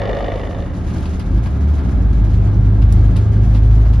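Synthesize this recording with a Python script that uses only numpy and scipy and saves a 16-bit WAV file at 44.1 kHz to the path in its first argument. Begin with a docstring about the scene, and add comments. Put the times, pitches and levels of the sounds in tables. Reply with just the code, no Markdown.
"""A work boat's main engine, close by on harbour water, revs up, overshoots and settles into a deep hum.
Its firing note has overtones that boom at the exhaust pipe's resonance, over a rumble of engine and wind.
Its droning generator and roaring machinery fade in as a farther boat's knocking diesel exhaust fades out.
Water washes along the hull, fizzing with spray and ringing bubbles, and small waves slap it."""
import sys
import numpy as np
from scipy import signal
from scipy.fft import rfft, irfft
from scipy.io import wavfile
from scipy.ndimage import uniform_filter1d

SR = 44100
rng = np.random.default_rng(int(sys.argv[2]) if len(sys.argv) > 2 else 0)


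def wrap_up_sound(samples):
    """Save the sound to the file named by the first command line argument, as 16-bit audio."""
    columns = np.atleast_2d(samples).T
    # keep every value between -1 and 1, then stretch to whole-number steps
    tamed = np.clip(columns, -1, 1)
    steps = np.round(tamed * 32767).astype(np.int16)
    wavfile.write(sys.argv[1], SR, steps)


N = 176400

# stereo width of the near sounds, side over mid (f/Hz, level/dB)
NEAR_WIDTH = [(60, -17), (130, -9.5), (350, -12), (620, -7), (1120, -2), (2000, -4), (4000, -9.5),
              (7800, 8), (11000, -5)]


def undb(db):
    """Amplitude ratio of a level in decibels."""
    return 10 ** (np.asarray(db) / 20)


def unit(x):
    """Normalisation to rms 1."""
    return x / np.sqrt(np.mean(x ** 2))


def clock():
    """Time axis, t/s."""
    return np.arange(N) / SR


def curve(rows):
    """Linear interpolation of (t/s, value) rows."""
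    return np.interp(clock(), *np.array(rows, float).T)


def colour(x, rows):
    """Spectral shaping by a gain curve through (f/Hz, level/dB) rows."""
    hz, db = np.array(rows, float).T
    f = np.maximum(np.arange(N // 2 + 1) * SR / N, 1)
    return irfft(rfft(x) * undb(np.interp(np.log(f), np.log(hz), db)), N)


def resonate(x, hz, width):
    """Second-order resonance with gain 1 at its centre."""
    return signal.lfilter(*signal.iirpeak(hz, hz / width, fs=SR), x)


def walk(rate):
    """Smooth random fluctuation with standard deviation near 1."""
    k = int(SR / rate)
    steps = np.repeat(rng.standard_normal(N // k + 2), k)
    return np.sqrt(2) * uniform_filter1d(uniform_filter1d(steps, k), k)[:N]


def spread(mid, side, width):
    """Mid-side stereo: an uncorrelated side signal is added on the left and subtracted on the right."""
    return mid + colour(side, width) * np.array([[1], [-1]])


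def noise(width):
    """Gaussian noise, partly correlated between left and right."""
    return spread(*rng.standard_normal((2, N)), width)


def tone(hz, waver_db, drift_rad):
    """A sinusoid under random amplitude and phase modulation."""
    phase = 2 * np.pi * (np.cumsum(hz * np.ones(N)) / SR + rng.random()) + drift_rad * walk(5.05)
    return np.sqrt(2) * np.sin(phase) * undb(waver_db * walk(9.6))


def splash(start, decay, attack):
    """Impact envelope: a quick rise and an exponential decay, times in seconds."""
    age = np.maximum(clock() - start, 0)
    return (1 - np.exp(-age / attack)) * np.exp(-age / decay)


def machinery():
    """A generator at constant speed gives a line spectrum; machines add whines and, with wind, a roar."""
    # generator lines (multiple of the working cycle, level/dB)
    lines = [(3, -16), (6, 0), (12, -16), (14, -9), (15, -11), (17, -16), (21, -16), (31.5, -21)]
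    # thin machinery whines (f/Hz, level/dB)
    whines = [(877.5, -54), (1015, -59), (1405, -58.5), (1612, -58.5), (1660, -63)]
    # spectrum of machinery and wind (f/Hz, level/dB)
    roar_spectrum = [(25, 0), (45, 0.5), (95, 11), (150, -4.5), (280, -0.5), (400, -10), (460, -15),
                     (700, -13.5), (950, -22), (1300, -20.5), (1470, -28), (1630, -22.5), (1780, -30),
                     (2200, -30.5), (2600, -36.5), (4000, -39.5), (10000, -79.5)]
    cycle_hz = 12.52
    drone = unit(sum(undb(db) * tone(k * cycle_hz, waver_db=1.5, drift_rad=.44) for k, db in lines))
    whine = sum(undb(db) * np.array([tone(hz, waver_db=2, drift_rad=.8) for _ in range(2)])
                for hz, db in whines)
    roar = unit(colour(noise(NEAR_WIDTH), roar_spectrum)) * undb(.7 * walk(11))
    return undb(-23.5) * drone + whine + undb(-24) * roar


def droplets(per_s, scatter_db):
    """Shot noise: independent droplets make dense clicks of very unequal size."""
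    sizes = undb(scatter_db * np.minimum(rng.exponential(size=(2, N)), 5))
    clicks = sizes * rng.standard_normal((2, N)) * (rng.random((2, N)) < per_s / SR)
    return spread(*clicks, NEAR_WIDTH)


def bubbles():
    """Each bubble is a damped oscillator that rings briefly and rises in pitch."""
    per_s, low_hz, high_hz = 420, 1300, 6000
    decay_cycles, pitch_rise = 7, .12
    t = np.arange(SR // 25) / SR
    out = np.zeros((2, N + len(t)))
    for when, pitch, size, pan in rng.random((int(per_s * N / SR), 4)):
        hz = low_hz * (high_hz / low_hz) ** pitch
        decay = t * hz / decay_cycles
        phase = 2 * np.pi * hz * t * (1 + pitch_rise * np.tanh(decay / 10))
        ring = np.sin(phase) * np.exp(-decay) * size ** 2 / np.sqrt(hz)
        start = int(when * N)
        out[:, start:start + len(t)] += np.sqrt([[pan], [1 - pan]]) * ring
    return unit(out[:, :N])


def wavelets():
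    """Envelope of small breaking waves: quick surges superpose on a steady flow and drain away."""
    per_s = 19
    surges = sum((.5 + size) * splash((k + late) / per_s, decay=.035, attack=.008)
                 for k, (late, size) in enumerate(rng.random((int(per_s * N / SR), 2))))
    return unit(surges + np.mean(surges) / 2)


def hull_wash():
    """Wavelets modulate the amplitude of fizz and bubbles along the hull."""
    # filter on the fizz, with a notch near 8.5 kHz that is not due to the water (f/Hz, level/dB)
    notched_filter = [(400, -4), (1200, 0), (2500, -1.5), (6500, -7), (8500, -22), (10600, -10.5),
                      (13000, -32)]
    # strength of the wash (t/s, level/dB)
    wash_level = [(0, -53.5), (.7, -52), (.9, -47), (1.1, -48), (1.28, -51), (1.85, -50.5), (2.0, -53.5),
                  (2.15, -51.5), (2.85, -53.5), (3.05, -49.5), (3.3, -51.5), (4, -49)]
    fizz = unit(colour(droplets(per_s=12000, scatter_db=2), notched_filter))
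    return (fizz + undb(-5) * bubbles()) * undb(curve(wash_level)) * wavelets()


def hull_slaps():
    """Each wave's impact on the hull is a noise transient: bright spray over a hollow body."""
    # impacts (t/s, spray level/dB, body level/dB, decay time/s)
    slaps = [(.9, -44, -46, .02), (.98, -41, -54, 0.021), (1.053, -39, -41, 0.021),
             (1.195, -37, -36.5, 0.019), (1.375, -45, -47, .015), (1.457, -40, -30.5, 0.022),
             (1.782, -43.5, -43.5, .025), (2.336, -44, -45.5, .015), (2.47, -47, -42, 0.015),
             (2.817, -42, -38, 0.022), (2.958, -44.5, -48, .02), (3.159, -36.5, -38, 0.03),
             (3.325, -46, -44.5, 0.021), (3.546, -36.5, -36, 0.022), (3.85, -46, -37, 0.027),
             (3.932, -42, -49, 0.025)]
    # spectrum of the spray (f/Hz, level/dB)
    spray_spectrum = [(300, -11.5), (1100, -5), (2800, 7.5), (5000, 1), (7000, -15), (11000, -12),
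                      (13000, -31)]
    # spectrum of the hollow body (f/Hz, level/dB)
    body_spectrum = [(250, -14.5), (650, 2), (1200, 1.5), (2000, -7), (5000, -32.5)]
    spray = unit(colour(droplets(per_s=6000, scatter_db=2), spray_spectrum))
    body = unit(colour(noise(NEAR_WIDTH), body_spectrum))
    return sum((undb(spray_db) * spray + undb(body_db) * body) * splash(start, decay, attack=.002)
               for start, spray_db, body_db, decay in slaps)


def spray_ticks():
    """Brief impacts have broad spectra: spray lands in sharp ticks, each with a faint patter after it."""
    # single ticks (t/s, level/dB)
    ticks = [(1.008, -38), (1.195, -36), (2.9243, -24.5), (3.1665, -30), (3.668, -43)]
    # spectrum of a tick (f/Hz, level/dB)
    tick_spectrum = [(1500, -14), (3500, -4), (5000, 2), (7800, -6), (10800, 1), (13000, -9)]
    envelope = 0
    for start, db in ticks:
        tick = splash(start, decay=.0013, attack=.0005)
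        patter = splash(start, decay=.016, attack=.0013)
        envelope += undb(db) * (tick + undb(-19) * patter)
    return unit(colour(noise(NEAR_WIDTH), tick_spectrum)) * envelope


def far_boat():
    """Pulse excitation: each firing's gas burst knocks and barks in the resonant stack, over a hum."""
    # stack resonances (f/Hz, bandwidth/Hz, level/dB)
    stack_modes = [(543, 156, 5), (678, 74, -3.5), (1095, 110, -9.5), (1760, 220, -7)]
    # overall filter of the bark (f/Hz, level/dB)
    bark_filter = [(60, 3.5), (140, 15.5), (320, 6.5), (500, 1.5), (1950, -4), (2400, -7.5), (6000, -30.5)]
    # spectrum of a knock's sharp edge (f/Hz, level/dB)
    knock_spectrum = [(900, 6.5), (1450, -10), (1850, 9.5), (2100, -11.5), (2300, -1.5), (2600, -8),
                      (2950, 6.5), (3250, -5.5), (3550, 6.5), (3900, -9), (4150, -5.5), (6500, -21.5),
                      (9000, -44)]
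    # low hum and steady notes of the stack (f/Hz, level/dB)
    hum_lines = [(50, -2), (102.5, -6), (177, -15), (565, -10.5), (662, -17), (705, -18.5), (1196, -28),
                 (1873, -29), (1912, -30)]
    # stereo width, side over mid (f/Hz, level/dB)
    far_width = [(100, 1), (600, -11), (1120, -2.5), (2000, -7), (3500, -20.5)]
    # fade of the whole boat (t/s, level/dB)
    fade = [(0, 2.5), (.25, 1), (.45, -4), (.65, -9.5), (.8, -19.5), (.95, -59)]
    firing_hz, first_knock_s, weak_db, scatter_db = 52.85, .016, -5, .6
    knock_s, bark_decay_s, steady_hiss, steady_gas = .004, .016, .31, .3
    cycles = (clock() - first_knock_s) * firing_hz + 2
    firing, age = cycles.astype(int), cycles % 1 / firing_hz
    # firings alternate strong and weak
    size = undb(weak_db * (firing % 2) + scatter_db * rng.standard_normal(N // 100)[firing])
    burst = size * age / knock_s * np.exp(2 - 2 * age / knock_s)
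    knock = unit(colour((burst + steady_hiss) * noise(far_width), knock_spectrum))
    gas = (size * np.exp(-age / bark_decay_s) + steady_gas) * noise(far_width)
    stack = sum(undb(db) * resonate(gas, hz, width) for hz, width, db in stack_modes)
    bark = unit(colour(stack, bark_filter))
    hum = unit(sum(undb(db) * tone(hz, waver_db=1.5, drift_rad=.72) for hz, db in hum_lines))
    return undb(curve(fade)) * (undb(-37.5) * knock + undb(-24.5) * bark + undb(-23) * hum)


def main_engine():
    """Forced resonance: firing overtones swell as they cross the pipe's mode; engine and wind rumble."""
    # firing rate (t/s, f/Hz)
    firing_rate = [(1.2, 42), (1.35, 50), (1.5, 63.9), (1.62, 72.3), (1.78, 72.5), (1.9, 60.9),
                   (2.05, 53.7), (2.35, 51.3), (2.7, 51.4), (3.1, 52), (3.45, 53.1), (4, 53.5)]
    # strength of the firing note (t/s, level/dB)
    firing_level = [(1.2, -29.5), (1.37, -11), (1.46, -20), (1.62, -13), (1.85, -17.5), (2.13, -12),
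                    (2.55, -17), (2.85, -9.5), (3.08, -11), (3.24, -19.5), (3.45, -10.5), (3.75, -9.5),
                    (4, -10.5)]
    # engine orders (multiple of the firing rate, level/dB)
    orders = [(1.5, 1), (2, -.5), (2.5, -7.5), (3.5, -8.5), (4, -16), (6.5, -21), (7.5, -24.5), (10, -24.5)]
    # common gain of these overtones (t/s, level/dB)
    overtone_level = [(1.15, -39), (1.35, -19.5), (1.6, -26.5), (1.85, -36), (2.2, -24), (2.45, -15),
                      (2.75, -17), (3.25, -16), (3.6, -17), (4, -19.5)]
    # spectrum of the low rumble of engine and wind (f/Hz, level/dB)
    rumble_spectrum = [(20, -32.5), (35, -16.5), (50, 0), (85, -0.5), (120, -3), (200, -11.5), (380, -27),
                       (500, -38.5), (1000, -78)]
    # rumble of engine and wind: wind at first, and a gust near 2 s (t/s, level/dB)
    rumble_level = [(.5, -38), (.75, -26), (1.15, -26.5), (1.35, -26.5), (1.7, -23.5), (2.0, -17.5),
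                    (2.3, -18.5), (3.2, -19.5), (4, -24)]
    pipe_hz, bandwidth_hz, off_resonance_gain = 104.5, 18, .41
    hz = uniform_filter1d(curve(firing_rate), SR // 20)
    firing = tone(hz, waver_db=0, drift_rad=0)
    overtones = 0
    for multiple, db in orders:
        detuning = 2 * (multiple * hz - pipe_hz) / bandwidth_hz
        pipe_gain = off_resonance_gain + 1 / (1 + detuning ** 2)
        # the second harmonic is steadier; the other orders come from uneven cylinders and waver
        unsteady = .3 if multiple == 2 else 1
        partial = tone(multiple * hz, waver_db=2.5 * unsteady, drift_rad=.6 * unsteady)
        overtones += undb(db) * pipe_gain * partial
    puffs = noise(NEAR_WIDTH) * (1 + firing / 2)  # the noise swells once per firing
    rumble = unit(colour(puffs, rumble_spectrum))
    return (undb(curve(firing_level)) * firing
            + undb(curve(overtone_level)) * overtones
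            + undb(curve(rumble_level)) * rumble)


def scene():
    """Superposition of both boats and the water; the machinery fades in."""
    fade_in_s = .8
    fade_in = np.minimum(clock() / fade_in_s, 1)
    boats = far_boat() + fade_in * machinery() + main_engine()
    return boats + hull_wash() + hull_slaps() + spray_ticks()


def record(dry):
    """Soft saturation rounds the highest peaks, and a low-pass filter cuts the top of the treble."""
    ceiling, cutoff_hz = .95, 12200
    rounded = dry / (1 + (dry / ceiling) ** 8) ** (1 / 8)
    return signal.sosfilt(signal.ellip(8, .2, 70, cutoff_hz, fs=SR, output="sos"), rounded)


dry = scene()
out = record(dry)
wrap_up_sound(out)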